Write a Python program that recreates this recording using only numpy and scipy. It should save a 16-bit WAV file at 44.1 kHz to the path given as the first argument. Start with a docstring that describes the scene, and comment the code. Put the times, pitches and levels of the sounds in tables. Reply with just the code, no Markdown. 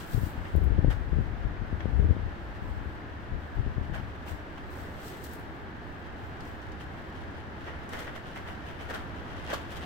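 """Dry dirt hisses through feathers over the hum of distant traffic, and a breeze buffets the left mic port.
Three hens are dust-bathing outdoors in a rubber tub: bodies rustle, feet and wings scuff the dirt,
shaken feathers spray it, and crumbs tick on the tub. The wind dies halfway, a far car swells past,
and a beak pecks. The scuffing is busiest near the end, where a foot knocks dully on the rubber wall.
The dirt is built from showers of tiny impacts, the wind from low noise and single pushes of pressure."""
import sys
import numpy as np
from scipy import signal
from scipy.fft import rfft, irfft, next_fast_len
from scipy.io import wavfile

SR = 44100
rng = np.random.default_rng(int(sys.argv[2]) if len(sys.argv) > 2 else 0)


def inscribe(sig):
    """Save sig as 16-bit PCM at rate SR to the path in sys.argv[1].

    A 1-D sig is mono; a 2-D sig holds one channel per row.
    Samples are clipped to [-1, 1] before scaling.
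    """
    pcm = np.round(np.clip(np.atleast_2d(sig).T, -1, 1) * 32767)
    wavfile.write(sys.argv[1], SR, pcm.astype(np.int16))


N = 434385
TIME = np.arange(N) / SR
PUFF_ATTACK_S, PUFF_RELEASE_S = 0.013, 0.035

# Tone of the traffic bed. Each row: frequency in Hz, gain in dB.
TRAFFIC_EQ = [(15, -2.5), (30, -14.5), (55, 2.5), (80, 4.5), (135, -6), (320, -6), (470, -12), (820, -11),
              (1080, -14.5), (1700, -12.5), (2400, -24.5), (3000, -27), (5000, -38.5), (10000, -58.5),
              (16000, -58)]
# Its slow swell. Each row: time in seconds, relative level in dB.
TRAFFIC_SWELL = [(0.0, -49), (4.85, -49.5), (9.85, -48)]
# Its stereo width. Each row: frequency in Hz, likeness of the two ports from -1 to 1.
PORT_LIKENESS = [(60, 0), (130, 0.9), (290, 0.86), (640, 0.39), (1300, -0.09), (3000, 0.25), (7000, 0)]
# Dirt as the tub colours it. Each row: frequency in Hz, gain in dB.
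TUB_EQ = [(100, -24), (250, -4), (450, 5), (750, 4.5), (950, 1.5), (1400, 2.5), (1950, -0.5), (2400, -8),
          (3100, -3), (3900, -18), (6000, -20), (10000, -61), (16000, -44)]
# The hens shifting in the dirt. Each row: time in seconds, relative level in dB.
BODY_MOTION = [(0, -57), (.7, -66), (4.5, -64.5), (5.1, -55), (5.6, -67), (6.6, -59.5), (9.15, -57.5),
               (9.5, -48), (9.85, -53)]
# Fizz of fine dust. Each row: frequency in Hz, gain in dB.
DUST_EQ = [(800, -29), (2500, -3), (4000, 5), (6500, 1), (8300, 4.5), (9800, -6.5), (12500, 0.5),
           (15500, 1.5)]
# Dirt tossed through feathers. Each row: peak time in seconds, relative level in dB, length in seconds.
DIRT_TOSSES = [(0, -49.5, 0.064), (0.15, -52.5, 0.073), (.26, -57, 0.049), (.5, -65, 0.13),
               (2.706, -69, 0.16), (4.295, -53, 0.041), (4.79, -57.5, 0.14), (5.082, -52.5, 0.1),
               (5.257, -53, 0.041), (5.335, -58.5, 0.035), (6.48, -64, 0.065)]
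# Wind rumble on a port. Each row: frequency in Hz, gain in dB.
WIND_EQ = [(10, -26), (30, -1), (58, 3), (95, -1), (140, -11), (260, -23), (450, -30), (900, -50),
           (2000, -104)]
# Light breeze between puffs. Each row: time in seconds, relative level in dB.
BREEZE_LEVEL = [(0, -51), (.9, -28.5), (2.4, -40), (3.2, -43.5), (4.1, -43), (4.8, -46)]
# Puffs of wind. Each row: start in seconds, hold in seconds, relative level in dB, front sharpness in Hz.
WIND_PUFFS = [(0.146, 0.033, -22.5, 260), (0.234, 0.011, -24, 280), (0.386, 0.0092, -27.5, 109),
              (0.552, 0.24, -22, 410), (0.79, 0.01, -17, 298), (0.846, 0.037, -17.5, 481),
              (1.131, 0.053, -22.5, 290), (1.186, 0.026, -21.5, 332), (1.452, .06, -27, 298),
              (1.621, 0.017, -27, 344), (1.728, 0.017, -26, 400), (1.856, 0.12, -24.5, 540),
              (1.997, 0.11, -17.5, 240), (2.166, .11, -29.5, 512), (2.624, 0.27, -34, 400),
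              (3.32, 0.021, -27, 110), (3.574, 0.022, -23.5, 167), (3.664, .02, -27.5, 382),
              (3.782, 0.055, -27.5, 345), (3.898, 0.13, -30.5, 336), (4.323, 0.015, -29.5, 130)]
# Strokes of foot or wing. Each row: peak time in seconds, relative level in dB, length in seconds,
# grit against the body of the stroke in dB.
STROKES = [(0.459, -44, 0.032, -24), (0.912, -38, .03, -15.5), (1.807, -38, 0.012, -34),
           (3.953, -37, 0.034, -19.5), (4.285, -44.5, 0.047, -14), (4.581, -44, 0.012, -23),
           (6.812, -47, .026, -9.5), (7.683, -42, 0.057, -28), (7.945, -40, 0.065, -11.5),
           (8.002, -41.5, 0.057, -11), (8.078, -39.5, 0.033, -34), (8.162, -40, 0.019, -15.5),
           (8.368, -41.5, 0.035, -14.5), (8.487, -41.5, 0.045, -16.5), (8.682, -45.5, 0.073, -17),
           (8.82, -44.5, 0.06, -15.5), (8.907, -37.5, 0.033, -16), (8.948, -36.5, 0.029, -13.5),
           (9.51, -35.5, 0.034, -17.5), (9.538, -30, .016, -11.5), (9.722, -44.5, 0.041, -9.5),
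           (9.771, -48.5, .03, -6)]
# Gritty top of a stroke. Each row: frequency in Hz, gain in dB.
GRIT_EQ = [(1500, -14), (3500, 11.5), (5500, 4), (8300, 1), (9800, -3), (12500, -1.5), (16000, -13)]
# High ticks of crumbs landing, and lower taps of a beak pecking.
# Each row: start in seconds, relative level in dB, ring in Hz.
CRUMBS_AND_PECKS = [(.561, -47, 13500), (.638, -51, 12990), (5.24, -41, 12500), (5.334, -44, 13500),
                    (5.395, -54, 12000), (6.405, -41.5, 4180), (6.451, -54, 6000), (6.616, -54, 5500),
                    (6.718, -49, 5000), (7.89, -45, 6870)]
# A foot hitting the tub wall. Each row: time in seconds, relative level in dB.
WALL_BUMPS = [(4.265, -39), (8.909, -29), (9.532, -26.5)]
# Stereo tilt of the ports. Each row: frequency in Hz, left minus right in dB.
PORT_BALANCE = [(200, -.5), (400, -0.5), (1200, 0), (2400, 3), (4400, 2), (15000, 4.5)]


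def amp(db):
    return 10 ** (np.asarray(db) / 20)


def unit_rms(x):
    return x / np.sqrt(np.mean(x ** 2) + 1e-20)


def curve_at(points, hz):
    """A spectrum table, joined by straight lines over log frequency."""
    f, value = np.transpose(points)
    return np.interp(np.log(hz + 1), np.log(f + 1), value)


def fader(points):
    """A dB curve as a gain for every sample."""
    return amp(np.interp(TIME, *np.transpose(points)))


def eq(x, points):
    """Filters x by a table of (Hz, dB)."""
    size = next_fast_len(x.shape[-1] + 2048)
    gain = amp(curve_at(points, np.fft.rfftfreq(size, 1 / SR)))
    return irfft(rfft(x, size) * gain, size)[..., :x.shape[-1]]


def butter(x, order, hz, kind):
    return signal.sosfilt(signal.butter(order, hz, kind, fs=SR, output="sos"), x)


def resonate(x, hz, q):
    """One resonance of gain 1."""
    return signal.lfilter(*signal.iirpeak(hz, q, fs=SR), x)


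def drift(size, hz):
    """A random wobble that finds a new value hz times a second."""
    at = np.arange(size) * hz / SR
    count = int(at[-1]) + 2
    return np.interp(at, np.arange(count), rng.standard_normal(count))


def envelope(t, attack_s, hold_s, release_s):
    """Swells up to t = 0, holds, then dies away."""
    return np.exp(-(np.minimum(t, 0) / attack_s) ** 2 / 2 - np.maximum(t - hold_s, 0) / release_s)


def grains(size, per_s, spread_db):
    """Tiny uneven impacts; each reaches the two ports with its own strength and sign."""
    hits = rng.random(size) < per_s / SR
    weights = amp(spread_db * np.minimum(rng.exponential(1, size), 4))
    return unit_rms(hits * weights * rng.standard_normal((2, size)))


def add(mix, s, sound):
    """Mixes a sound in at s seconds."""
    part = mix[..., max(round(s * SR), 0):][..., :sound.shape[-1]]
    part += sound[..., :part.shape[-1]]


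def traffic(level_db=8.5, waver_db=0.4):
    """A diffuse far roar: nearly alike at both ports in the upper bass, wide in the treble."""
    left, unrelated = rfft(rng.standard_normal((2, N)))
    likeness = curve_at(PORT_LIKENESS, np.fft.rfftfreq(N, 1 / SR))
    right = likeness * left + np.sqrt(1 - likeness ** 2) * unrelated
    roar = unit_rms(eq(irfft([left, right], N), TRAFFIC_EQ))
    return roar * fader(TRAFFIC_SWELL) * amp(level_db + waver_db * drift(N, 5))


def body_rustle(clump_db=3.5, grit_db=-9):
    """Feathers and dirt crunch softly under the shifting bodies."""
    crunch = grains(N, per_s=2500, spread_db=1.1)
    body = unit_rms(eq(crunch, TUB_EQ))
    grit = amp(grit_db) * unit_rms(resonate(crunch, hz=3020, q=1.97))
    return (body + grit) * fader(BODY_MOTION) * amp(clump_db * drift(N, 30))


def dirt_spray(clump_db=1.3, trickle_db=-76, waver_db=2):
    """Fine dirt sifts through feathers and rains back in clumps at each toss; a little always trickles."""
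    sand = unit_rms(eq(grains(N, per_s=5000, spread_db=1.2), DUST_EQ))
    flow = sum(amp(db) * envelope(TIME - s, 0.49 * length, 0, length) for s, db, length in DIRT_TOSSES)
    trickle = amp(trickle_db + waver_db * drift(N, 9))
    return sand * np.hypot(flow, trickle) * amp(clump_db * drift(N, 69))


def wind_rumble(lee_db=-14, lump_db=1, calm_at_s=4.64, chop_db=-16, chop_band_hz=(140, 386.4)):
    """Turbulence rumbles at each port on its own, the right one in the lee; strong gusts turn choppy."""
    puffs = [amp(db) * envelope(TIME - s, PUFF_ATTACK_S, hold, PUFF_RELEASE_S)
             for s, hold, db, _ in WIND_PUFFS]
    fade_out = np.clip((calm_at_s - TIME) / 0.5, 0, 1)
    strength = np.max(puffs + [fader(BREEZE_LEVEL)], axis=0) * fade_out
    rumble = unit_rms(eq(rng.standard_normal((2, N)), WIND_EQ)) * amp(lump_db * drift(N, 40))
    small_eddies = unit_rms(butter(rng.standard_normal((2, N)), 3, chop_band_hz, "band"))
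    chop = small_eddies * rumble * np.sqrt(strength / strength.max())  # they ride on the large ones
    return (rumble + amp(chop_db) * chop) * strength * amp([[0], [lee_db]])


def eddy(hz, ragged=0.15):
    """One push of pressure, 40 ms long, peaking in the middle; higher hz makes it sharper."""
    t = np.arange(-SR // 50, SR // 50) / SR
    return np.hanning(len(t)) * (1 + ragged * drift(len(t), 2 * hz)) / (1 + (np.pi * hz * t) ** 2)


def wind_buffets(front_db=12.5, wake_db=4, spread_db=2.5, wake_hz=300, gap_s=0.04, lee_db=-24):
    """An eddy leads each puff, the sharper the harder, and weaker ones follow while it holds."""
    out = np.zeros(N)
    for s, hold, db, hz in WIND_PUFFS:
        start = s - 0.02  # puts the eddy's peak on the puff
        steepness = (hz / 370) ** 0.66
        add(out, start, amp(db + front_db) * steepness * eddy(hz))
        for k in range(6):
            delay = gap_s * (k + 1 - rng.random() / 2)
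            push = rng.choice([-1, 1]) * amp(db + wake_db + spread_db * rng.standard_normal())
            push *= envelope(delay, PUFF_ATTACK_S, hold, PUFF_RELEASE_S)
            add(out, start + delay, push * eddy(wake_hz))
    thumps = butter(out, 3, hz=60, kind="high")  # the mic's bass cut makes each push swing back
    return butter(thumps, 4, hz=760, kind="low") * amp([[0], [lee_db]])


def wing_shake(peak_s=0.19, half_length_s=0.14, level_db=-52, low_cut_hz=11475):
    """The nearest hen shakes her wings, and the dusty vanes hiss against each other."""
    vanes = butter(grains(N, per_s=3000, spread_db=1.8), 3, low_cut_hz, "high")
    return vanes * amp(level_db) * np.exp(-((TIME - peak_s) / half_length_s) ** 4)


def scuffs(hollow_db=1, hollow_hz=2150, usual_db=-42, db_per_octave=15, catch_db=1.1, dust_db=-8):
    """Dirt shears under a stroke that catches and slips; gritty strokes raise fine dust."""
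    out, t = np.zeros((2, N)), np.arange(-SR // 4, SR // 4) / SR
    for s, db, length, grit_db in STROKES:
        stroke = envelope(t, 0.32 * length, 0, 0.85 * length) * amp(catch_db * drift(len(t), 213.7))
        body = unit_rms(eq(grains(len(t), per_s=6000, spread_db=3.3), TUB_EQ))
        ring_hz = hollow_hz * 2 ** ((usual_db - db) / db_per_octave)  # heavier sounds lower in the tub
        body = unit_rms(body + amp(hollow_db) * resonate(body, ring_hz, q=4))
        grit = unit_rms(eq(grains(len(t), per_s=3000, spread_db=2.1), GRIT_EQ))
        dust = amp(dust_db) * unit_rms(eq(grains(len(t), per_s=4100, spread_db=2.2), DUST_EQ))
        add(out, s + t[0], amp(db) * stroke * (body + amp(grit_db) * (grit + dust)))
    return out


def crumbs_and_pecks(level_db=3, attack_s=0.00091, ring_s=0.0042, scatter_db=-11, scatter_s=0.026,
                     small_count=30, small_db=-5, low_hz=4200, high_hz=12000):
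    """A crumb or beak ticks and scatters grains; small crumbs fall at random, louder as the hens stir."""
    out, t = np.zeros((2, N)), np.arange(SR // 8) / SR
    small_crumbs = []
    for s in rng.uniform(0, N / SR, small_count):
        motion_db = np.interp(s, *np.transpose(BODY_MOTION))
        small_crumbs.append((s, motion_db + small_db, low_hz * (high_hz / low_hz) ** rng.random()))
    attack = np.minimum(t / attack_s, 1)
    for s, db, hz in CRUMBS_AND_PECKS + small_crumbs:
        tick = rng.standard_normal((2, len(t))) * np.exp(-t / ring_s)
        burst = grains(len(t), per_s=2800, spread_db=2.5) * amp(scatter_db) * np.exp(-t / scatter_s)
        add(out, s, amp(db + level_db) * resonate((tick + burst) * attack, hz, q=2.4))
    return out


def wall_knocks(level_db=-2, hz=380, q=1.05, attack_s=0.00093, decay_s=0.0045):
    """The soft rubber wall answers a foot with a dull knock that dies at once."""
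    blows = sum(amp(db + level_db) * envelope(TIME - s, attack_s, 0, decay_s) for s, db in WALL_BUMPS)
    rubber = resonate(eq(rng.standard_normal((2, N)), TUB_EQ), hz, q)
    return blows * unit_rms(rubber)


def passing_car(peak_s=5.2, swell_s=0.6, level_db=-51, band_hz=(226.7, 435.2)):
    """One far car swells out of the traffic as a dull roar."""
    roar = unit_rms(butter(rng.standard_normal(N), 2, band_hz, "band"))
    return roar * amp(level_db) * np.exp(-((TIME - peak_s) / swell_s) ** 2)


def yard_echoes(x, wet_db=-9, t60_s=0.43, predelay_s=0.002):
    """Short scattered echoes from tub wall, ground and fence."""
    t = np.arange(SR // 3) / SR
    taps = grains(len(t), per_s=2000, spread_db=0) * amp(-60 * t / t60_s) * (t > predelay_s)
    taps /= np.linalg.norm(taps, axis=1, keepdims=True)
    return x + amp(wet_db) * signal.fftconvolve(x, taps, axes=1)[:, :N]


def scene():
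    """Hens and traffic sound brighter on the left; the wind hits the ports directly."""
    hens = scuffs() + wall_knocks() + body_rustle() + dirt_spray() + wing_shake() + crumbs_and_pecks()
    air = yard_echoes(hens) + traffic() + passing_car()
    left = eq(air[0], [(hz, db / 2) for hz, db in PORT_BALANCE])
    right = eq(air[1], [(hz, -db / 2) for hz, db in PORT_BALANCE])
    return np.array([left, right]) + wind_rumble() + wind_buffets()


def record(dry):
    """The recorder's band limit: a steep cut of the very top."""
    low_pass = signal.firwin(511, cutoff=15850, window=("kaiser", 9), fs=SR)
    return signal.oaconvolve(dry, low_pass[None], "same")


dry = scene()
out = record(dry)
inscribe(out)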